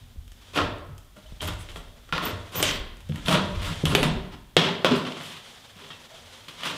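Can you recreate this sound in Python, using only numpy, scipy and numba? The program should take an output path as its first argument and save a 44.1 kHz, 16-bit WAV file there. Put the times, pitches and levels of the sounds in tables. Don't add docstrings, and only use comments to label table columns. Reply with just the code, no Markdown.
import sys
import numpy as np
from scipy import signal
from scipy.fft import rfft, irfft
from scipy.io import wavfile
from scipy.ndimage import uniform_filter1d
from numba import njit

SR = 44100
rng = np.random.default_rng(int(sys.argv[2]) if len(sys.argv) > 2 else 0)


def store_pcm(level_fs):
    pcm = np.round(np.clip(level_fs, -1, 1) * 32767).astype(np.int16)
    wavfile.write(sys.argv[1], SR, np.atleast_2d(pcm).T)


def rack_gain(trim_db):
    fader = np.asarray(trim_db, float)
    return 10 ** (fader / 20)


N = 298539
T = np.arange(N) / SR


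def unit(x):
    return x / np.sqrt(np.mean(x ** 2))


def peak_unit(x):
    return x / np.abs(x).max()


def band(x, lo_hz, hi_hz):
    sos = signal.butter(3, [lo_hz, min(hi_hz, .45 * SR)], "bandpass", fs=SR, output="sos")
    return signal.sosfilt(sos, x)


def colour(x, points, size=4096):
    hz, db = np.transpose(points)
    bins_hz = np.arange(size // 2 + 1) * SR / size
    log_gain = np.interp(np.log(bins_hz + 1), np.log(hz), db) * np.log(10) / 20
    ceps = irfft(log_gain)
    ceps[1:size // 2] *= 2
    ceps[size // 2 + 1:] = 0
    response = irfft(np.exp(rfft(ceps)))
    return signal.fftconvolve(x, response)[:len(x)]


@njit
def svf(x, hz, width):
    y, b, l = np.empty(len(x)), 0., 0.
    for i in range(len(x)):
        g, k = np.tan(np.pi * hz[i] / SR), width / hz[i]
        v = (b + g * (x[i] - l)) / (1 + g * (g + k))
        b, l, y[i] = 2 * v - b, l + 2 * g * v, k * v
    return y


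def resonate(x, hz, width_hz):
    return svf(x, np.full(len(x), float(hz)), float(width_hz))


def walk(rate):
    k = int(SR / rate)
    held = np.repeat(rng.standard_normal(N // k + 1), k)
    return 1.56 * uniform_filter1d(uniform_filter1d(held, k), k)[:N]


def add(out, s, x):
    i = int(s * SR)
    out[i:i + len(x)] += x[:N - i]


def on_curve(table):
    s, db = np.transpose(table)
    return rack_gain(np.interp(T, s, db))


def air():
    # frequency in Hz, level in dB per Hz.
    air_outline = [(59, -26), (100, 3), (149, 0.5), (242, -3), (286, -9), (550, -12), (611, -15),
                   (693, -14.5), (1060, -17), (2780, -18.5), (3290, -13.5), (4910, -22), (15300, -36)]
    # time in seconds, level in dB.
    rustle = [(0, -58.5), (.3, -66), (.5, -51.5), (.95, -81), (1.2, -58.5), (1.6, -50.5), (1.9, -56.5),
              (2.45, -53), (2.95, -66), (3.25, -46), (3.8, -44.5), (4.25, -52.5), (4.45, -67.5), (5.2, -45),
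              (5.68, -50.5), (5.95, -48), (6.25, -52), (6.77, -42.5)]
    hiss = unit(colour(rng.standard_normal(N), air_outline))
    fibres = rng.standard_normal(N) * rack_gain(1.2 * walk(70))
    cloth = unit(band(colour(fibres, air_outline), 510, 11200))
    fan = rack_gain(-66) * unit(resonate(rng.standard_normal(N), 241, 11))
    self_noise = rack_gain(-64.5) * rng.standard_normal(N)
    return rack_gain(-60) * hiss + fan + self_noise + on_curve(rustle) * rack_gain(1.38 * walk(9) - 1) * cloth


def pushed(column, rise_db, fall_db, rest_db):
    # time in seconds, sway in dB, drum in dB.
    pushes = np.array([(0, -47, -41.5), (.19, -40.5, -47.5), (.63, -41, -28.5), (.79, -50, -41),
                       (.92, -44, -41.5), (1.32, -41.5, -54), (1.43, -42, -39), (1.53, -37, -34.5),
                       (1.6, -42, -44), (1.731, -39.5, -57), (1.9, -46.5, -51), (2.15, -40.5, -46),
                       (2.33, -47, -31.5), (2.62, -42, -32), (2.79, -33.5, -57), (3.11, -47, -36),
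                       (3.26, -39, -52), (3.35, -40, -36), (3.45, -49, -35), (3.58, -32.5, -33),
                       (3.7, -46, -31), (3.87, -33, -29), (3.93, -40, -30.5), (4.03, -31, -33),
                       (4.15, -33, -34.5), (4.38, -45, -54), (4.66, -68, -43), (4.92, -63, -38.5),
                       (6.22, -65, -66), (6.75, -72, -46)])
    late = T - pushes[:, :1]
    db = pushes[:, column, None] + np.minimum(rise_db * late, -fall_db * late)
    return rack_gain(np.maximum(db.max(axis=0), rest_db))


def boom():
    push = rng.standard_normal((2, N))
    sway = unit(band(push[0], 21.2, 67.6))
    drum = unit(resonate(band(push[1], 58.0, 140), 95, 13.7))
    sway_gain = pushed(1, rise_db=150, fall_db=61, rest_db=-67)
    drum_gain = pushed(2, rise_db=210, fall_db=109, rest_db=-63)
    return sway_gain * sway + drum_gain * drum


def thuds():
    # time in s, peak in dB, pitch in Hz, t60 in s, swell in s.
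    latch = [(0.16, -32.5, 74, 0.13, 0.0014), (.573, -25, 593, 0.11, 0.0026),
             (0.889, -35, 142, 0.13, 0.0057), (1.16, -43.5, 623, 0.13, 0.012), (1.17, -40, 200, 0.14, 0.02),
             (1.322, -32, 171, 0.025, 0.00065), (1.422, -27.5, 84.6, 0.44, 0.0023),
             (2.122, -29.5, 166.5, 0.18, 0.0035), (2.581, -21, 100, 0.08, 0.0019),
             (3.094, -20, 150, 0.16, 0.0017), (3.1, -28.5, 214.7, 0.24, .01),
             (3.284, -13, 175, 0.074, 0.0037), (3.565, -20, 70.5, 0.12, 0.0048),
             (3.836, -14, 146, 0.089, 0.00087), (3.838, -10.5, 330, 0.02, .001),
             (3.948, -12, 410, 0.086, 0.006), (3.4, -22.5, 191, 0.33, .03), (3.988, -32, 245, 0.72, 0.054)]
    # time in s, peak in dB, pitch in Hz, t60 in s, swell in s.
    bounces = [
        (4.567, -20.5, 150, 0.14, 0.00082),
        (4.566, -8.5, 458, 0.035, 0.00073),
        (4.568, -14.5, 350, 0.054, 0.0013),
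        (4.849, -19, 182, 0.084, 0.0022),
        (4.846, -11, 530, 0.03, 0.00074),
        (4.908, -7.5, 249.4, 0.15, 0.013),
        (4.931, -12.5, 396, 0.09, 0.0059),
        (5.762, -41.5, 176, 0.14, 0.0028),
        (6.113, -42, 640, 0.1, 0.0045),
        (6.2, -43, 83, 0.3, 0.018),
    ]
    # time in s, peak in dB,
    # pitch in Hz, t60 in s, swell in s.
    rings = [(.543, -37, 2450, .03, 0.0044), (.565, -32, 2800, .06, .006), (.572, -26, 1420, .08, .006),
             (.59, -29, 1080, 0.22, .01), (1.175, -45, 620, 0.11, .01), (1.25, -48.5, 620, .12, .01),
             (1.258, -51, 3050, .08, .008), (1.425, -35, 610, .15, .006), (1.49, -39, 3600, .04, .004),
             (1.4, -34, 3150, .04, 0.0086), (1.428, -33, 3200, .05, .003), (2.126, -24, 1410, .04, .002),
             (2.181, -25, 1410, 0.039, .002), (3.92, -28, 400, .1, .01), (4.0, -25, 420, .1, .008),
             (4.16, -31, 380, .2, .02), (3.85, -21.5, 177, .12, 0.0045), (3.955, -24.5, 151, .15, 0.0087),
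             (4.7, -27, 170, 0.14, .01), (3.3, -26.5, 800, .15, .015), (2.63, -25, 613, .08, .004),
             (2.634, -28, 3600, .05, 0.0026), (2.26, -33, 250, 0.14, .01),
             (2.208, -32.5, 1020, 0.055, .005), (2.245, -35, 1400, 0.087, .008),
             (3.68, -30, 165, 0.19, 0.028), (3.094, -31, 470, 0.037, 0.0023), (3.157, -43, 1850, .04, .002),
             (3.6, -37, 220, .08, .008), (3.282, -23, 660, 0.085, 0.0035), (3.315, -26.5, 1150, 0.24, .02),
             (3.31, -29, 1332, 0.23, 0.022), (3.303, -31, 2310, .08, .008), (3.322, -15, 180, .08, .018),
             (3.35, -18, 620, 0.089, 0.0073), (3.3, -24.5, 640, 0.11, 0.0088), (3.39, -27, 980, .06, .005),
             (3.365, -24, 336, .07, .006), (3.375, -28, 970, .08, 0.007),
             (3.862, -24, 150, .15, 0.0066), (3.885, -23, 135, .15, .006),
                  (3.915, -21.5, 200, .09, .01), (3.97, -25, 520, .15, .012), (3.99, -21, 150, .12, .01),
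                  (4.02, -20.5, 264, 0.09, 0.0091), (4.024, -25.5, 600, 0.072, .006),
                  (4.072, -25, 171, .15, .015), (4.06, -28, 330, .12, .01)]
    # time in s, peak in dB, pitch in Hz, t60 in s, swell in s.
    lump_rings = [(4.58, -20, 161, .15, 0.0094), (4.567, -21, 2982, 0.089, 0.0018),
                  (4.57, -23.5, 3413, 0.21, .004), (4.568, -27, 3801, 0.074, .002),
                  (4.57, -27, 1782, .2, .004), (4.57, -29, 2200, .2, .004), (4.59, -24, 465, .12, .008),
                  (4.65, -24, 380, 0.21, .02), (4.675, -29.5, 850, 0.094, 0.011),
                  (4.86, -20.5, 620, .07, .006), (4.91, -18, 420, 0.056, .006), (4.7, -27, 400, .15, .02),
                  (4.847, -21, 2510, .03, .001), (4.87, -26, 1335, .1, 0.011), (5.805, -46, 400, 0.16, .02),
                  (5.902, -40, 1300, .04, .002), (5.904, -42, 1850, .07, .003),
                  (6.482, -41, 3300, .05, .003), (5.903, -38.5, 3200, .07, .003),
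                  (5.928, -46, 2700, .1, .006), (5.9, -45, 160, .07, .004), (6.138, -44, 660, .1, .006),
                  (6.18, -54, 660, .06, .004)]
    out, t = np.zeros(N), np.arange(int(.4 * SR)) / SR
    blows = [(*row, True) for row in latch + bounces]
    plain = [(*row, False) for row in rings + lump_rings]
    for s, db, hz, t60, swell, blow in blows + plain:
        fade_from = 0 if blow else swell
        fade = np.exp(-np.log(1000) * np.maximum(t - fade_from, 0) / t60)
        wave = fade * np.sin(2 * np.pi * hz * t)
        if blow:
            wave += 0.23 * fade ** 2 * np.sin(2 * np.pi * 2.3 * hz * t)
        add(out, s, rack_gain(db) * wave * np.minimum(t / swell, 1))
    return band(out, 66, 9400)


def blade():
    # start in s, end in s, start in Hz, end in Hz, level in dB.
    chirps = [
        (1.472, 1.486, 14000, 10500, -41),
        (2.249, 2.259, 13100, 13800, -32),
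    ]
    # start in s, end in s, start in Hz, end in Hz, level in dB.
    squeals = [
        (2.245, 2.315, 13400, 13000, -46),
        (2.553, 2.585, 13000, 14100, -34),
        (2.572, 2.615, 14200, 14000, -33),
        (2.612, 2.628, 8600, 7500, -38),
    ]
    # start in s, end in s, start in Hz, end in Hz, level in dB.
    hisses = [(2.225, 2.3, 15000, 14200, -51), (1.585, 1.635, 8800, 8800, -54),
              (2.54, 2.63, 6200, 6200, -43), (2.63, 2.72, 6500, 5800, -35), (3.257, 3.38, 9800, 9000, -45),
              (3.856, 3.94, 9800, 9500, -45), (3.955, 4.09, 9800, 9000, -46)]
    skips_s = [2.657, 2.667, 2.675, 2.686, 2.698, 2.706, 2.712, 2.72, 2.726, 2.733, 2.738, 2.744, 2.75,
               2.755, 2.76, 2.772, 2.798]
    out = np.zeros(N)
    for rows, width_hz in ((chirps, 250), (squeals, 1200), (hisses, 2200)):
        for t0, t1, hz0, hz1, db in rows:
            u = np.arange(int((t1 - t0) * SR)) / ((t1 - t0) * SR)
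            hz = hz0 + (hz1 - hz0) * u
            noise = rng.standard_normal(size=8000)[:len(u)]
            squeal = svf(svf(noise, hz, 1. * width_hz), hz, 2. * width_hz)
            add(out, t0, rack_gain(db) * unit(squeal) * np.sin(np.pi * u) ** .5)
    chatter_hz, chatter_width_hz, chatter_db = 13800, 2000, -29
    chance = rng.standard_normal((40, 2))[:len(skips_s)]
    times = skips_s + .0002 * chance[:, 0]
    teeth = np.zeros(N)
    teeth[(times * SR).astype(int)] = rack_gain(2 * chance[:, 1])
    to_peak = SR / (2 * np.pi * chatter_width_hz)
    return out + rack_gain(chatter_db) * to_peak * resonate(teeth, chatter_hz, chatter_width_hz)


def sparks():
    # time in seconds, peak in dB, pitch in Hz.
    grains = [(.534, -44, 7000), (.553, -38, 7000), (.784, -48, 6500), (.987, -51, 10000),
              (1.048, -53, 9000), (1.18, -51, 8500), (1.186, -52, 9500), (1.268, -52, 9000),
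              (1.333, -53, 9000), (1.362, -52, 8000), (3.255, -40, 9000), (3.284, -25, 8000),
              (3.291, -34, 8000), (3.313, -34, 9000), (3.326, -30, 9500), (3.336, -37, 9500),
              (3.347, -36, 10000), (3.365, -35, 8500), (3.373, -36, 8500), (3.618, -38, 8000),
              (3.757, -45, 13500), (3.818, -48, 9000), (3.832, -45, 10000), (3.844, -48, 11000),
              (3.872, -38, 9500), (4.037, -30, 11500), (4.96, -36, 7000), (5.215, -42, 7000),
              (6.609, -38.5, 7000)]
    out, t = np.zeros(N), np.arange(int(.01 * SR)) / SR
    for (s, db, hz), noise in zip(grains, rng.standard_normal((len(grains), len(t)))):
        tick = resonate(noise * np.exp(-t / .0012), hz, 0.41 * hz)
        add(out, s, rack_gain(db) * peak_unit(tick))
    return out


def snaps():
    # time in s, peak in dB,
    # then body, crack and ring shares in dB.
    shallow = [(1.4066, -36, -3, -12, 4), (1.4286, -28, -1.5, -0.5, -3), (1.6885, -31, -13, -15, -16),
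               (2.602, -30, 6.5, -11, -11), (2.6275, -9, -6.5, 6.5, -6.5), (3.096, -35, -13, -14, -14),
               (3.122, -31.5, -6, -16, -19), (3.159, -26, -25, -3.5, -16), (3.26, -26, -22, -7, -3),
               (3.283, -18, -0.5, -11, -1), (3.8547, -12, -13, 1, -6.5), (3.9507, -3.5, -7.5, -4.5, -9.5),
               (4.03, -12.5, -6, -0.5, -7.5), (4.038, -20, -11, 1.5, -11), (4.567, 1, -7.5, -34, -8.5),
               (5.0514, -24, -1.5, -21, -9), (5.1215, -32, -21, -14, 0.5), (5.1685, -33, 1, -27, -17),
               (5.905, -36, -9, -18, -12), (6.4836, -32.5, -14, -23, -3.5), (6.634, -20, -11, -8, -5.5)]
    # time in s, peak in dB, then
    # body, crack and ring shares in dB.
    deep = [(0.568, -20, -2, -2, -8), (.587, -17, -4.5, -20, 0.5), (1.5355, -35, -10, 3, -6),
            (1.7601, -26.5, -4.5, -14, -12.5), (2.0908, -36.5, -8, -8, -5), (2.1252, -14, -14, -13.5, -7.5),
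            (2.1803, -15, -17, -12, -6), (4.8465, -5, -7.5, -11, -15), (5.21, -26, -8, -16, -25.5)]
    # time in seconds, peak in dB.
    ticks = [(0.279, -44.5), (0.3187, -40.5), (.548, -34), (0.9804, -39), (1.717, -39), (2.97, -41),
             (3.0056, -42.5), (3.09, -41), (3.757, -41), (3.832, -47), (5.0674, -41)]
    # frequency in Hz, level in dB per Hz.
    knock = [(150, -30), (250, -11.5), (365, -8), (412, -6), (465, -11), (834, -10), (1030, -22),
             (1200, -8), (3420, -4.5), (4060, -14), (15300, -35.5)]
    gap_hz, deep_gap_hz = 3110, 1344
    breaks = [(gap_hz, *row) for row in shallow]
    breaks += [(deep_gap_hz, *row) for row in deep]
    breaks += [(gap_hz, *row, -12, 4, -12) for row in ticks]
    out, t = np.zeros(N), np.arange(int(.06 * SR)) / SR
    noises = rng.standard_normal((len(breaks), len(t)))
    for (hz, s, db, body_db, crack_db, ring_db), noise in zip(breaks, noises):
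        crumbs = noise * np.exp(-t / 0.006)
        burst = colour((t == 0) + 0.036 * crumbs, knock, size=1024)
        click = band(burst, 1510, 5600)
        gap = resonate(resonate(crumbs, hz, 0.33 * hz), hz, 1.06 * hz)
        body = band(burst, 172, 1033)
        crack = band(burst + 0.0036 * crumbs, 5000, 13100)
        layers = (click, 0), (gap, ring_db + 4), (body, body_db), (crack, crack_db)
        add(out, s, sum(rack_gain(db + share_db) * peak_unit(x) for x, share_db in layers))
    return out


def panel(x):
    # frequency in Hz, width in Hz, level in dB.
    modes = [(167, 57, 2.5), (236, 22, 2.5), (291, 25, -3.5), (455, 87, -10), (595, 25, -3.5),
             (672, 8.2, -4), (987, 230, -1.5), (1100, 180, -3), (1390, 106, 5.5)]
    return x + sum(rack_gain(db + 3.5) * resonate(x, hz, width_hz) for hz, width_hz, db in modes)


def strokes():
    # start in s, length in s, rasp in dB, door and
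    # fine dust shares in dB.
    jerks = [(.574, 0.089, -26, 4, -21), (1.418, 0.082, -34, 0, -4), (1.486, 0.039, -33.5, 1, -12),
             (1.695, 0.046, -42.5, -2, -10), (1.77, 0.039, -44, 4.5, -5), (2.13, 0.12, -27.5, 0, -23),
             (2.254, .076, -28.5, 1.5, -13), (2.635, 0.083, -22, -9.5, -24), (3.352, 0.068, -23.5, 5, -30),
             (3.55, 0.031, -35, -8, -16), (3.865, 0.031, -26.5, 2, -22), (3.96, .06, -33, 3, -21),
             (4.032, 0.075, -26, 3, -20), (4.575, 0.18, -23.5, -6.5, -20.5),
             (4.852, 0.052, -18.5, -2.5, -20), (4.91, 0.11, -25.5, 0, -23), (5.068, .04, -31, 2, -27),
             (5.904, 0.052, -39.5, -6, -30), (6.484, 0.045, -38, -6.5, -11), (6.72, 0.039, -35, 1.5, -20)]
    # start in s, length in s, rasp in dB, door and fine
    # dust shares in dB.
    swells = [(.533, 0.051, -30.5, -1, -13), (1.456, 0.033, -36, -2, -3), (1.58, 0.057, -48.5, -12, 0.5),
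              (1.74, 0.033, -45, -4, -0.5), (2.216, 0.04, -30.5, 0.5, -7.5), (2.52, 0.099, -31, 0, -6.5),
              (3.1, 0.096, -46, 0, -7), (3.254, 0.097, -22.5, -1.5, -10), (3.575, .045, -37.5, -11, -17),
              (5.11, 0.11, -41.5, -5.5, -21), (5.715, 0.15, -46, -4.5, -11), (6.57, 0.097, -35, -9.5, -19)]
    # start in s, length in s, rasp in dB, door and fine
    # dust shares in dB.
    drags = [(1.16, 0.029, -51.5, 3, -6), (2.645, 0.12, -27, -9.5, -13), (3.617, 0.11, -31, -4, -9),
             (3.895, 0.057, -29.5, 0.5, -10), (4.62, 0.07, -27.5, -3.5, -24),
             (4.315, 0.033, -45.5, 0.5, -13), (4.955, 0.034, -34, 2, -6), (5.21, 0.16, -39.5, -14.5, -8),
             (6.635, 0.083, -27.5, -6.5, -12)]
    # time in seconds, level in dB.
    grip = [(0, -10.5), (1.4, -1), (2.2, -3.5), (2.7, -3.5), (3.1, 14.5), (3.4, -5), (3.87, 5), (4.1, 3.5),
            (4.9, 3), (6.77, -4)]
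    # share of the length up to the peak, dB at the start, dB at the end
    kinds = (jerks, (0.072, 2.8, -15)), (swells, (0.57, -14, -1.5)), (drags, (0.35, -5, -3.5))
    power = np.zeros((4, N))
    for table, (rise, start_db, end_db) in kinds:
        for s, length, db, door_db, dust_db in table:
            u = (T - s) / length
            contact = np.clip(np.minimum((T - s) / 0.0096 + .5, (s + length - T) / 0.015 + 1), 0, 1)
            door_db = door_db + 3 * np.clip(u, 0, 1)
            dust_db = dust_db - 6 * np.clip(u, 0, 1)
            gain = contact * rack_gain(db - 4.5 + np.interp(u, [0, rise, 1], [start_db, 0, end_db]))
            power += (gain * rack_gain(np.array([0 * u, door_db, dust_db, door_db]))) ** 2
    gains = np.sqrt(power)
    gains[3] *= on_curve(grip)
    return gains


def rasp():
    # frequency in Hz, level in dB per Hz.
    rasp_outline = [(76, -43.5), (130, -9.5), (179, -2), (246, -7.5), (325, -6.5), (536, -9.5), (604, -7.5),
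                    (831, -12), (1120, -14.5), (1570, -15), (3290, -9.5), (6110, -25.5), (15300, -43)]
    # time in seconds, level in dB.
    middle_level = [(.6, -14), (1.5, -15), (2.2, -12), (2.7, -12), (3.3, -6), (4, -11), (4.65, -9), (4.9, -2),
                    (5.3, -9), (6.6, -6)]
    draw = rng.random((3, N))
    bursting = draw[0] < 2500 / SR
    sizes_db = np.minimum(-3.0 * np.log(1 - draw[2]), 12)
    cells = bursting * np.sign(draw[1] - .5) * rack_gain(sizes_db)
    scrape = unit(cells) + 0.78 * rng.standard_normal(N)
    grit = colour(scrape * rack_gain(1.86 * walk(150)), rasp_outline)
    wood = panel(grit)
    teeth = unit(band(grit, 1660, 6100))
    skin = unit(band(wood, 285, 1275))
    dust = unit(band(grit, 8040, 16500))
    core = unit(band(wood, 110, 318))
    gains = strokes()
    middle = unit(band(grit, 830, 1280)) * on_curve(middle_level) * gains[0]
    return np.sum(gains * (teeth, skin, dust, core), axis=0) + middle


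def near_floor(x):
    on_floor = (T > 4.55) & (T < 4.2 )
    return x - on_floor * resonate(x, 1010, 160)


def hallway(x):
    # frequency in Hz, t60 in seconds, level in dB.
    echoes = [(100, 0.94, 0), (200, 0.72, -2), (411, 0.67, 1.5), (795, 0.77, -1.5), (1573, 0.68, -2),
              (3440, 0.58, -2), (6550, 0.39, 0), (13200, 0.23, -0.5)]
    t, tail = np.arange(int(1.3 * SR)) / SR, 0
    for (hz, t60, db), noise in zip(echoes, rng.standard_normal((len(echoes), len(t)))):
        octave = band(noise, hz / np.sqrt(2), hz * np.sqrt(2))
        tail = tail + rack_gain(db) * octave * np.exp(-np.log(1000) * t / t60)
    tail = tail * np.clip((t - 0.0015) / 0.0053, 0, 1)
    return rack_gain(-5.5) * signal.fftconvolve(x, tail / np.sqrt(np.sum(tail ** 2)))[:N]


def scene():
    foam = near_floor(rasp() + snaps())
    blows = thuds()
    squeals = blade() + sparks()
    echo = hallway(foam + 0.39 * blows + 0.17 * squeals)
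    mono = foam + blows + squeals + echo + boom() + air()
    return np.array([mono, mono])


def band_limit(x):
    return signal.sosfilt(signal.butter(12, 16810, fs=SR, output="sos"), x)


def record(dry):
    # frequency in Hz, gain in dB.
    presence = [(2300, 0), (3000, 1), (3700, 1), (4050, -1), (5500, 0.43)]
    ceiling = .76
    dry = np.array([colour(c, presence, size=1024) for c in dry])
    treble = np.array([band(c, 5500, 11300) for c in dry])
    grain = 0.0037 * dry * walk(400) + 0.12 * treble * rng.standard_normal(N)
    grain = grain * np.array([[1], [-1]])
    top = signal.ellip(8, .2, 60, 15450, fs=SR, output="sos")
    mix = signal.sosfilt(top, np.clip(dry + grain, -ceiling, ceiling))
    return band_limit(mix)


dry = scene()
out = record(dry)
store_pcm(out)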